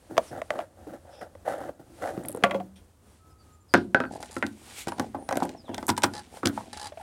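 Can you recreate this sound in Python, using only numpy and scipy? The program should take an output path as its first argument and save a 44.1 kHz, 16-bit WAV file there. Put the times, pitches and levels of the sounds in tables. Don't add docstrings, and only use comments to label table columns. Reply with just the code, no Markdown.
import sys
import numpy as np
from scipy import signal
from scipy.fft import rfft, irfft, next_fast_len
from scipy.io import wavfile
from scipy.ndimage import map_coordinates

SR = 44100
rng = np.random.default_rng(int(sys.argv[2]) if len(sys.argv) > 2 else 0)


def master_out(mix):
    frames = np.transpose(np.atleast_2d(mix))
    ceiling = np.clip(frames, -1, 1)
    pcm = np.round(ceiling * 32767).astype(np.int16)
    wavfile.write(sys.argv[1], SR, pcm)


N = 309582
CLOCK = np.arange(N) / SR
T = np.arange(SR // 3) / SR
TOP_HZ = 16300


# start_s, length_s, start_hz, middle_hz, end_hz, level_db, pitch_tremble_hz
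BIRD_NOTES = [(0.254, 0.053, 6900, 5540, 5400, -58, 240), (1.099, 0.15, 5240, 5250, 5080, -60.5, 340),
              (1.107, 0.097, 3500, 3420, 3480, -62.5, 230), (1.117, 0.082, 2690, 2620, 2600, -64, 220),
              (3.18, 0.46, 1300, 1273, 1217, -66, 22.1), (3.294, 0.032, 5380, 5130, 5100, -68.5, 130),
              (3.382, 0.049, 4800, 4560, 4570, -68.5, 129), (3.521, 0.037, 7200, 7240, 7220, -68.5, 110),
              (3.603, 0.021, 7300, 7190, 7100, -66.5, 120), (3.685, 0.05, 5150, 4750, 5070, -59, 130),
              (4.058, 0.025, 4590, 4450, 4350, -65, 100), (4.889, 0.081, 9800, 9640, 9350, -62, 50),
              (5.168, 0.2, 9140, 9470, 9220, -58.5, 49.5), (5.564, 0.06, 5760, 5050, 4740, -58, 70),
              (5.64, 0.11, 4100, 3050, 2580, -61, 55), (5.677, 0.02, 3350, 3480, 3450, -60, 50),
              (5.719, 0.045, 3080, 3450, 3670, -57, 69.4)]
# band_hz, level_db
CHIP_BANDS = [(2230, -6.5), (3260, -2), (5500, -7), (8970, -5.5)]
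CHIP_AT_S, CHIP_DB, CHIP_T60_S, CHIP_WANDER_HZ = 2.757, -59, 0.13, 451
BIRD_FLUTTER_DB = 1.5
# frequency_hz, density_db_per_hz
RUSH_SPECTRUM = [(25, -27.5), (55, -8.5), (84, -0.5), (135, -15.5), (200, -14.5), (270, -17), (600, -23.5),
                 (1300, -29.5), (2200, -38.5), (5000, -40), (9000, -37), (16000, -47)]
RUSH_DB = -57
# time_s, level_db
HISS_LEVEL = [(0, -56.5), (.7, -67.5), (2.3, -65.5), (2.7, -74), (3.9, -69), (4.5, -55.5), (5.2, -66),
              (6.4, -57.5), (7, -56.5)]
# frequency_hz, density_db_per_hz
HISS_SPECTRUM = [(1000, 3.0), (4500, -2.0), (7000, -3.5), (9300, 1.5), (12000, -9.5), (16000, -19.5)]
# frequency_hz, t60_s
VERANDA_DECAY = [(150, 0.65), (600, 0.22), (2500, 0.12), (6000, 0.064), (14000, 0.14)]

# start_s, force_db, sharpness_db, hollow_hz
FINGER_KNOCKS = [(0.11, -43.5, -25, 415), (0.169, -33.5, -4, 590), (0.1792, -14.5, -6.5, 684),
                 (0.191, -25.5, -30, 585), (0.4174, -29.5, -5.5, 640), (0.5053, -24.5, -3.5, 645),
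                 (0.556, -33, -42, 560), (0.5899, -26.5, -11.5, 648), (0.603, -37.5, -6, 643),
                 (0.61, -37.5, -11, 655), (0.87, -42.5, -38, 456), (1.213, -41.5, -14, 522),
                 (1.352, -44, -11, 522), (1.614, -34, -36, 554), (1.691, -32.5, -27, 560),
                 (2.176, -38.5, -8, 346), (2.251, -40.5, -4.5, 705), (2.295, -38.5, -15, 600),
                 (2.3478, -31, -25, 458), (2.3723, -35, -26, 484), (2.426, -35.5, -13, 454)]
HAND_T60_S = 0.02
THUD_DB, THUD_HZ, THUD_DB_PER_OCTAVE = -10.5, 510, 31.5
# start_s, force_db, sharpness_db, hollow_hz, t60_s
CAMERA_LANDINGS = [(2.4375, -17.5, 2.5, 699, 0.053), (2.446, -27, 0, 546.6, 0.2),
                   (2.461, -32.5, -19, 570, 0.11), (2.468, -37, -11, 720, .05),
                   (2.497, -37.5, -7, 696, 0.079), (2.51, -34, 4, 582, 0.1), (2.535, -33, -21, 684, .04),
                   (2.5453, -25, -12.5, 546, 0.13), (2.6007, -33, -13.5, 715, 0.063)]
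LANDED_THUD_DB = -6
TICK_DB = -19.5
HOLLOW_WANDER_HZ = 5.6
# mode_hz, level_db, t60_s (before damping)
STAND_MODES = [(116, -19, 0.15), (193.4, -1, 0.26)]
# mode_hz, level_db, t60_s (before damping)
CASE_MODES = [(1025, -2, 0.018), (1136, 6, 0.066), (1414, 1, 0.045), (2047, 1.5, 0.025),
              (2586, -9.5, 0.028), (3266, -7.5, 0.032)]
# start_s, level_db, ring_hz
NAIL_TICKS = [(0.1786, -35, 5570), (2.237, -54.5, 8300), (2.2573, -47, 9570), (2.2849, -33.5, 10050),
              (2.294, -47, 9550), (2.306, -50, 9500), (2.317, -46.5, 9630), (2.326, -46.5, 9000),
              (2.348, -50, 9500), (2.362, -51.5, 9260), (2.372, -51.5, 8930)]
# start_s, length_s, rub_db, rumble_db (before the common trim)
FINGER_STROKES = [(0.095, 0.12, -43.5, -40), (0.305, 0.092, -36, -39.5), (0.497, 0.13, -35, -45.5),
                  (0.77, 0.089, -52, -62), (0.865, 0.051, -45, -41), (0.925, 0.033, -42, -44),
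                  (1.045, 0.2, -48.5, -84), (1.205, 0.027, -34, -52), (1.448, 0.14, -32.5, -48.5),
                  (1.47, 0.055, -33, -44.5), (1.6, 0.093, -36, -39.5), (1.79, 0.0185, -46.5, -42.5),
                  (1.89, 0.68, -71, -53), (1.98, 0.03, -44, -60.5), (2.012, 0.093, -28.5, -40.5),
                  (2.13, 0.28, -41.5, -38), (2.48, 0.19, -54, -41)]
STROKE_ATTACK_S, STROKE_SAG_DB_PER_S, STROKE_RELEASE_S = 0.011, 21.5, 0.11
HOLD_RUB_DB, HOLD_RUMBLE_DB, LET_GO_S = -61, -65, 2.72
# frequency_hz, density_db_per_hz
RUB_SPECTRUM = [(250, -22.5), (420, -5.5), (550, 8), (660, 3), (780, 3), (1050, -15.5), (1350, -8.5),
                (1600, -11.5), (1950, -15), (2300, -28), (3200, -27), (5000, -34), (10000, -30),
                (16000, -44)]
RUMBLE_SPECTRUM = [(50, -53), (110, -0.5), (200, -4.5), (340, 7.5), (450, -22.5), (700, -37)]
SCUFF_SPECTRUM = [(500, -26.5), (900, 1.5), (1800, 4), (2600, -16), (6000, -19.5), (16000, -30)]
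STICK_SLIP_DB, STICK_SLIP_RATE = 3.5, 520
SCUFF_DB, SCUFF_GRAIN_DB = -16.5, 7

# start_s, length_s, shuffle_db, fur_db (before the trim of each)
MUZZLE_PUSHES = [(4.1, 0.12, -34.5, -51.5), (4.22, .15, -62, -48.5), (4.68, 0.23, -50, -43.5),
                 (4.96, 0.097, -35.5, -48.5), (5.16, 0.031, -31.5, -81), (5.38, 0.15, -31.5, -49.5),
                 (5.67, 0.12, -35.5, -75), (6.06, 0.021, -32, -72), (6.13, 0.13, -59, -49),
                 (6.3, 0.051, -47.5, -86), (6.52, 0.23, -44.5, -49), (6.73, 0.15, -63, -41.5)]
PUSH_ATTACK_S, PUSH_SAG_DB_PER_S, PUSH_RELEASE_S = 0.018, 29, 0.19
REST_SHUFFLE_DB, REST_FUR_DB = -49.5, -61
# frequency_hz, density_db_per_hz
SHUFFLE_SPECTRUM = [(50, 7.5), (110, -3), (270, 7), (420, 3.5), (850, 4.5), (1200, -21.5), (1700, -15),
                    (3000, -44.5)]
FUR_SPECTRUM = [(1000, 5), (2000, 15.5), (4700, 12), (6500, 8.5), (9000, 9), (12000, -14), (16000, -14.5)]
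NOSE_SPECTRUM = [(410, -47), (700, 0), (1400, 3), (1680, 0), (2240, 11.5), (2700, 5), (3070, 8.5),
                 (5470, 2.5), (7990, 8.5), (16000, -8.5)]
# time_s, level_db
SNIFF_LEVEL = [(4.48, -70), (4.58, -61), (4.73, -55), (4.78, -41), (4.82, -39.5), (4.845, -52.5),
               (4.87, -71)]
# start_s, level_db
LIP_CLICKS = [(5.3712, -38), (5.4523, -49.5), (5.8679, -39), (5.8815, -37.5), (5.8848, -35)]
# start_s, level_db, cavity_hz
MOUTH_SMACKS = [(6.921, -40, 604), (6.973, -38.5, 665), (6.998, -44.5, 872), (7.011, -41, 776)]
SMACK_ATTACK_S, SMACK_T60_S = 0.0014, 0.036

# start_s, length_s, first_stick_s, rasp_db, tick_db (before the mix of each jerk)
TREAT_DRAGS = [(4.122, .056, 0.015, -59, -59.5), (4.204, .055, .014, -60, -57.5),
               (4.311, .075, 0.0068, -57, -54.5), (6.1371, 0.064, .0145, -45.5, -54.5),
               (6.73, .146, .043, -44.5, -51.5)]
# mode_hz, level_db, t60_s
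JERK_MODES = [(840, 8.5, 0.066), (1713, -1, 0.05), (3990, 0.5, 0.054), (4560, 2, 0.04), (4970, 4.5, 0.031),
              (8340, -1, 0.029)]
STICK_S, STICK_SETTLING = 0.0135, 0.36
JERK_JITTER_S, JERK_SCATTER_DB = 0.0004, 0.9
# mode_hz, level_db, t60_s (before damping)
DECK_MODES = [(102.3, -16, 0.25), (207.8, -7, 0.16), (243.3, -3, 0.18), (279, -3.5, 0.14),
              (320.7, -1.5, 0.09), (348.5, -0.5, 0.12), (370, -8.5, 0.03)]
BODY_MODES = [(515, 0.5, 0.14), (715, -6.5, 0.23), (811, -2.5, 0.16), (959, -2, 0.12), (1135, -21, 0.12)]
BONE_MODES = [(1358, 2.5, 0.044), (1452, 3, 0.063), (1550, -3.5, 0.14), (1920, -18.5, 0.031),
              (2505, -18, 0.13), (3530, -23, 0.025)]
# start_s, force_db, sharpness_db, deck_weight_db, bone_hz
TREAT_FALLS = [(3.7392, -19, -9, 0, 1520), (3.745, -23.5, -17.5, 1, 1486), (3.752, -29.5, -15, 10, 1500),
               (3.776, -44.5, -6, 15, 1550), (3.9466, -20, -20.5, -1, 1494),
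               (4.003, -27.5, -19.5, -1, 1427), (4.0384, -36.5, -40, 2.5, 1430), (4.053, -46, -32, 4, 1460),
               (4.4263, -28.5, -21, -8.5, 1840), (4.438, -41.5, -25, 6, 1780)]
# start_s, force_db, sharpness_db, deck_weight_db, mouth_hz
TOOTH_BITES = [(4.228, -38, -5, -18, 837), (4.366, -31, -16.5, -1, 1402), (4.466, -48.5, 7.5, 5, 890),
               (4.872, -31, -14, 0.5, 578), (4.885, -34.5, -7.5, -8, 900), (4.9205, -32, -16, -13, 924),
               (4.9834, -39.5, -11, 2, 800), (4.997, -28, -6.5, 3, 938), (5.146, -30, -41, -4.5, 827),
               (5.155, -41.5, -40, -10, 1130), (5.168, -42, -34, 1, 817), (5.29, -29, -10, -11, 800),
               (5.31, -27, -21, -16, 870), (5.326, -25, -13, -15, 790), (5.3563, -32, -13.5, -0.5, 790),
               (5.371, -27, -11, -0.5, 560), (5.403, -34, -13.5, -16, 780), (5.4226, -22.5, -35, -5, 830),
               (5.4533, -36.5, -17, 2, 540), (5.4928, -53.5, 7.5, 3, 794), (5.681, -45.5, -34, -17, 1030),
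               (5.692, -37.5, -25, 2.5, 606), (5.713, -41.5, -31, 3, 606), (5.738, -42.5, -20, 2, 986),
               (5.745, -45.5, 8, -4, 897), (5.7807, -33.5, -6.5, -4, 884), (5.828, -37, -12.5, -0.5, 880),
               (5.8822, -32, -8.5, -4, 926), (5.89, -28.5, -7, 3, 1284), (5.894, -21, -18, -10, 962),
               (5.902, -39, 10.5, 12.5, 703), (5.9673, -54.5, 11.5, -12, 1100),
               (5.978, -26.5, -21.5, -15, 896), (6.0215, -40.5, 1.5, -17, 880),
               (6.0362, -19, -3.5, -19, 910), (6.0419, -20.5, -7, -3.5, 1450), (6.0459, -39.5, 1, -1, 897),
               (6.371, -43, -12, -28, 800), (6.4318, -30, -28, 0, 1330), (6.4532, -34.5, -28, 7, 1310),
               (6.458, -32.5, 5, 6.5, 546), (6.472, -31.5, 5, 0, 1550), (6.4957, -39.5, -22, 13.5, 1450),
               (6.576, -28, -33, -30, 950), (6.608, -41, -32, -24, 900)]
# start_s, rise_s, level_db
BONE_CRUNCHES = [(4.879, 0.0063, -38.5), (5.427, 0.0056, -40.5), (5.887, 0.005, -27),
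                 (5.9761, 0.003, -31.5), (6.031, 0.006, -28.5), (6.455, 0.0025, -29.5)]
# frequency_hz, density_db_per_hz
SNAP_SPECTRUM = [(300, -98), (1500, 0.5), (2800, -1.5), (3500, 4), (4400, -1), (5300, 1), (6600, -3),
                 (8400, -4.5), (11000, -12.5), (16000, -24.5)]
CRUSH_SPECTRUM = [(600, -29.5), (1500, 1.5), (4000, 2.5), (6500, -2), (8300, 2.5), (16000, -19.5)]
LOOSE, HELD = 0.84, 0.45
LOOSE_BONE_DB, LOOSE_RING_DB = 0.5, -0.5
IMPACT_DB = 1.5
HELD_BONE_DB, BONE_PER_SHARPNESS = -4.5, 0.43
MOUTH_DB, MOUTH_T60_S, MOUTH_WANDER_HZ = -0.1, 0.044, 40
LEAD_IN_DB, LEAD_IN_T60_S = -26, 0.031
CRUMB_DB, CRUMB_SPREAD_S = -24, 0.032
CRACKLE_DB, CRUNCH_GRAIN_DB = 10, 8


def amp(db):
    return 10 ** (np.asarray(db) / 20)


def unit(x):
    return x / np.sqrt(np.mean(x ** 2) + 1e-20)


def along(points, hz):
    f, v = np.transpose(points)
    return np.interp(np.log(hz + 1), np.log(f + 1), v)


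def level_curve(rows):
    s, db = np.transpose(rows)
    return amp(np.interp(CLOCK, s, db))


def wobble(rate):
    knots = rng.standard_normal(int(N * rate / SR) + 4)
    return map_coordinates(knots, [CLOCK * rate])


def colour(x, spectrum):
    m = 2 * next_fast_len(len(x))
    gain = amp(along(spectrum, np.fft.rfftfreq(m, 1 / SR)))
    cepstrum = irfft(np.log(gain), m)
    cepstrum[1:m // 2] *= 2
    cepstrum[m // 2 + 1:] = 0
    return irfft(rfft(x, m) * np.exp(rfft(cepstrum)), m)[:len(x)]


def band(x, lo_hz, hi_hz):
    hi_hz = min(max(hi_hz, lo_hz + 20), SR / 2 - 20)
    return signal.sosfilt(signal.butter(3, [lo_hz, hi_hz], "band", fs=SR, output="sos"), x)


def friction(spectrum, grain_db, rate):
    grain = amp(grain_db * np.clip(wobble(rate), -2, 2))
    return unit(colour(rng.standard_normal(N) * grain, spectrum))


def burst(t60, spike):
    force = rng.standard_normal(len(T)) * amp(-60 * T / t60)
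    force[0] += spike
    return force


def ring(modes, freedom, scatter_db):
    hz, db, t60 = np.transpose(modes)[:, :, None]
    size, detune, sign = rng.standard_normal((3, len(modes), 1))
    swing = np.sign(sign) * np.sin(2 * np.pi * hz * (1 + 0.012 * detune) * T)
    decay_db = db + scatter_db * size - 60 * T / (t60 * freedom)
    return np.sum(amp(decay_db) * swing, axis=0)


def resonance(hz, t60, attack_s, wander_hz):
    drift = np.cumsum(rng.standard_normal(len(T))) * np.sqrt(2 * np.pi * wander_hz / SR)
    return np.sin(2 * np.pi * hz * T + drift) * amp(-60 * T / t60) * (1 - np.exp(-T / attack_s))


def blow(x, db=0):
    return amp(db) * x / np.sqrt(np.mean(x[:SR // 100] ** 2) + 1e-20)


def add(track, s, x):
    part = track[max(round(s * SR), 0):][:len(x)]
    part += x[:len(part)]


def gestures(rows, attack_s, sag_db_per_s, release_s):
    gains = np.zeros((2, N))
    for s, length, *levels_db in rows:
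        t = np.maximum(CLOCK - s, 0)
        fade_db = -sag_db_per_s * t - 60 * np.maximum(t - length, 0) / release_s
        gains += amp(levels_db)[:, None] * np.minimum(t / attack_s, 1) * amp(fade_db)
    return gains


def veranda(x):
    hz, t, z = signal.stft(rng.standard_normal(SR // 2), SR, nperseg=256)
    decay = amp(-60 * t / along(VERANDA_DECAY, hz)[:, None])
    tail = signal.istft(z * decay, SR, nperseg=256)[1]
    delayed = np.pad(tail / np.linalg.norm(tail), (SR // 200, 0))
    return signal.fftconvolve(x, delayed)[:N]


def birds():
    out = np.zeros(N)
    tremble = wobble(1200)
    for s, length, start_hz, middle_hz, end_hz, db, hoarse_hz in BIRD_NOTES:
        u = np.linspace(0, 1, round(length * SR))
        glide = np.polyval(np.polyfit([0, .5, 1], [start_hz, middle_hz, end_hz], 2), u)
        pitch = glide + hoarse_hz * tremble[round(s * SR):][:len(u)]
        swell = np.sqrt(np.abs(np.sin(np.pi * u)))
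        add(out, s, amp(db) * swell * np.sin(2 * np.pi * np.cumsum(pitch) / SR))
    for hz, db in CHIP_BANDS:
        add(out, CHIP_AT_S, blow(resonance(hz, CHIP_T60_S, 0.0025, CHIP_WANDER_HZ), CHIP_DB + db))
    return out * amp(BIRD_FLUTTER_DB * wobble(35))


def garden():
    calls = birds()
    rush = amp(RUSH_DB) * friction(RUSH_SPECTRUM, grain_db=1.5, rate=14)
    hiss = level_curve(HISS_LEVEL) * friction(HISS_SPECTRUM, grain_db=6.0, rate=11)
    return calls + veranda(calls) + rush + hiss


def housing(db, sharp_db, thud_db, hz, t60):
    freedom = t60 / 0.07
    thud = blow(band(burst(0.05, spike=14), 190, 450)) + blow(ring(STAND_MODES, freedom, scatter_db=3.5), -4.5)
    hollow = resonance(hz, t60, 0.0068, HOLLOW_WANDER_HZ)
    body = blow(hollow) + blow(band(burst(t60, spike=11.0), 452.7, 1000), -6.5)
    clack = blow(ring(CASE_MODES, freedom, scatter_db=7.0), -0.12)
    clack += blow(band(burst(0.54 * t60, spike=6.4), 730, 2520))
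    tick = band(burst(0.018, spike=1.6), 3500, 9600)
    knock = blow(thud, thud_db) + blow(body) + blow(clack, sharp_db) + blow(tick, sharp_db + TICK_DB)
    return amp(db) * knock


def camera():
    out = np.zeros(N)
    for s, db, sharp_db, hz in FINGER_KNOCKS:
        thud_db = THUD_DB - THUD_DB_PER_OCTAVE * np.log2(hz / THUD_HZ)
        add(out, s, housing(db, sharp_db, thud_db, hz, HAND_T60_S))
    for s, db, sharp_db, hz, t60 in CAMERA_LANDINGS:
        add(out, s, housing(db, sharp_db, LANDED_THUD_DB, hz, t60))
    for s, db, hz in NAIL_TICKS:
        tick = burst(0.013, spike=2.1)
        add(out, s, blow(band(tick, 0.84 * hz, 1.25 * hz), db) + blow(band(tick, 1800, 17000), db - 10))
    rub, rumble = gestures(FINGER_STROKES, STROKE_ATTACK_S, STROKE_SAG_DB_PER_S, STROKE_RELEASE_S)
    holding = CLOCK < LET_GO_S
    trim = amp(-3.5)
    rub_gain = trim * (rub + amp(HOLD_RUB_DB) * holding)
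    out += rub_gain * friction(RUB_SPECTRUM, grain_db=STICK_SLIP_DB, rate=STICK_SLIP_RATE)
    scuff_gain = amp(SCUFF_DB) * rub * np.sqrt(rub / rub.max())
    out += scuff_gain * friction(SCUFF_SPECTRUM, grain_db=SCUFF_GRAIN_DB, rate=STICK_SLIP_RATE)
    rumble_gain = trim * (rumble + amp(HOLD_RUMBLE_DB) * holding)
    return out + rumble_gain * friction(RUMBLE_SPECTRUM, grain_db=2.0, rate=90)


def dog():
    push, brush = gestures(MUZZLE_PUSHES, PUSH_ATTACK_S, PUSH_SAG_DB_PER_S, PUSH_RELEASE_S)
    head_down = CLOCK > MUZZLE_PUSHES[0][0]
    shuffle_gain = amp(-10.0) * (push + amp(REST_SHUFFLE_DB) * head_down)
    shuffle = shuffle_gain * friction(SHUFFLE_SPECTRUM, grain_db=9.0, rate=180)
    fur_gain = amp(-9.5) * (brush + amp(REST_FUR_DB) * head_down)
    fur = fur_gain * friction(FUR_SPECTRUM, grain_db=4.0, rate=860)
    sniffing = (CLOCK > SNIFF_LEVEL[0][0]) * (CLOCK < SNIFF_LEVEL[-1][0])
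    sniff = sniffing * level_curve(SNIFF_LEVEL) * friction(NOSE_SPECTRUM, grain_db=2.0, rate=130)
    out = shuffle + fur + sniff
    for s, db in LIP_CLICKS:
        add(out, s, blow(band(burst(0.008, spike=6.7), 7000, 13000), db))
    for s, db, hz in MOUTH_SMACKS:
        envelope = amp(-60 * T / SMACK_T60_S) * (1 - np.exp(-T / SMACK_ATTACK_S))
        cavity = np.sin(2 * np.pi * hz * T) * envelope
        add(out, s, blow(cavity, db) + blow(band(burst(0.039, spike=2.4), 350, 2440), db - 12.0))
    return out


def drag():
    out = np.zeros(N)
    for start, length, stick, rasp_db, tick_db in TREAT_DRAGS:
        sticks = STICK_S + (stick - STICK_S) * STICK_SETTLING ** np.arange(8)
        delays = np.cumsum(sticks) - sticks
        for delay in delays[delays < length]:
            late, size = rng.standard_normal(2)
            rasp = blow(ring(JERK_MODES, 1, scatter_db=1), 4)
            rasp += blow(band(burst(0.066, spike=4.7), 560, 1760), -3.6)
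            rasp += blow(band(burst(0.03, spike=4), 2960, 6500), -3.2)
            tick = blow(band(burst(0.039, spike=4), 6500, 10700), tick_db + 3.0)
            jerk = amp(JERK_SCATTER_DB * size) * (amp(rasp_db) * rasp + tick)
            add(out, start + delay + JERK_JITTER_S * late, jerk)
    return out


def crackle(t60):
    return burst(t60, spike=0) * amp(CRACKLE_DB * np.clip(rng.standard_normal(len(T)), -3, 3))


def thump():
    return blow(ring(DECK_MODES, 0.86, scatter_db=2.0)) + blow(band(burst(0.088, spike=3.9), 170, 446), -7.0)


def fall(db, sharp_db, weight_db, hz):
    knock = blow(ring(BODY_MODES, LOOSE, scatter_db=2.5), -6) + blow(band(burst(0.042, spike=9), 430, 850), -2)
    bone = blow(ring(BONE_MODES, 0.77, scatter_db=2.5), LOOSE_BONE_DB)
    bone += blow(band(burst(0.07, spike=11.5), 0.89 * hz, 1.12 * hz), LOOSE_RING_DB)
    impact = blow(band(burst(0.006, spike=40), 0.35 * hz, 1.34 * hz), IMPACT_DB)
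    snap = blow(colour(burst(0.015, spike=7.9), SNAP_SPECTRUM), sharp_db)
    rattle = blow(band(burst(0.17, spike=0), 1770, 4900), sharp_db - 6.5)
    return amp(db) * (blow(thump(), weight_db) + knock + bone + impact + snap + rattle)


def bite(db, sharp_db, weight_db, hz):
    deck = thump() + blow(ring([(106.4, 0, 0.1)], 1, scatter_db=2), -12.5)
    knock = blow(ring(BODY_MODES, HELD, scatter_db=6))
    knock += blow(band(burst(0.027, spike=8.6), 0.64 * hz, 1.24 * hz), 2.7)
    knock += blow(resonance(hz, MOUTH_T60_S, 0.0016, MOUTH_WANDER_HZ), MOUTH_DB)
    bone = blow(ring(BONE_MODES, HELD, scatter_db=1), -2.7)
    bone += blow(band(burst(0.04, spike=5.2), 1410, 2110), -1.6)
    bone += blow(band(burst(0.028, spike=18.0), 1650, 3720), -10)
    bone_db = HELD_BONE_DB + BONE_PER_SHARPNESS * sharp_db
    snap = blow(colour(burst(0.0177, spike=9.1) + 0.11 * crackle(0.011), SNAP_SPECTRUM), sharp_db)
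    return amp(db) * (blow(deck, weight_db) + blow(knock) + blow(bone, bone_db) + snap)


def crunch(rise_s):
    u = T / rise_s
    sizes = amp(CRUNCH_GRAIN_DB * np.clip(rng.standard_normal(len(T)), -2, 2))
    fractures = rng.standard_normal(len(T)) * sizes
    return colour(fractures * (u * np.exp(-u)) ** 2, CRUSH_SPECTRUM)


def treat():
    out = np.zeros(N)
    for s, *fall_row in TREAT_FALLS:
        add(out, s, fall(*fall_row))
    for s, db, sharp_db, weight_db, mouth_hz in TOOTH_BITES:
        add(out, s, bite(db, sharp_db, weight_db, mouth_hz))
        lead_in = blow(colour(crackle(LEAD_IN_T60_S), SNAP_SPECTRUM), sharp_db)
        lead_in += blow(band(burst(LEAD_IN_T60_S, spike=0), 360, 1670))
        add(out, s - len(T) / SR, amp(db + LEAD_IN_DB) * lead_in[::-1])
        for delay in CRUMB_SPREAD_S * rng.random(size=2):
            crumb = band(burst(0.012, spike=11), 2500, 16000)
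            add(out, s + delay, blow(crumb, db + sharp_db + CRUMB_DB))
    for s, rise_s, db in BONE_CRUNCHES:
        add(out, s, blow(crunch(rise_s), db))
    return out


def scene():
    meal = treat() + drag() + dog()
    handling = camera()
    near = meal + amp(-13.5) * veranda(meal) + handling + amp(-22.0) * veranda(handling)
    return (band(near, 70, 20000) + garden())[None]


def record(dry):
    m = next_fast_len(N + SR // 2)
    spectrum = rfft(np.clip(dry, -1, 1), m)
    return irfft(spectrum * (np.fft.rfftfreq(m, 1 / SR) < TOP_HZ), m)[..., :N]


dry = scene()
out = record(dry)
master_out(out)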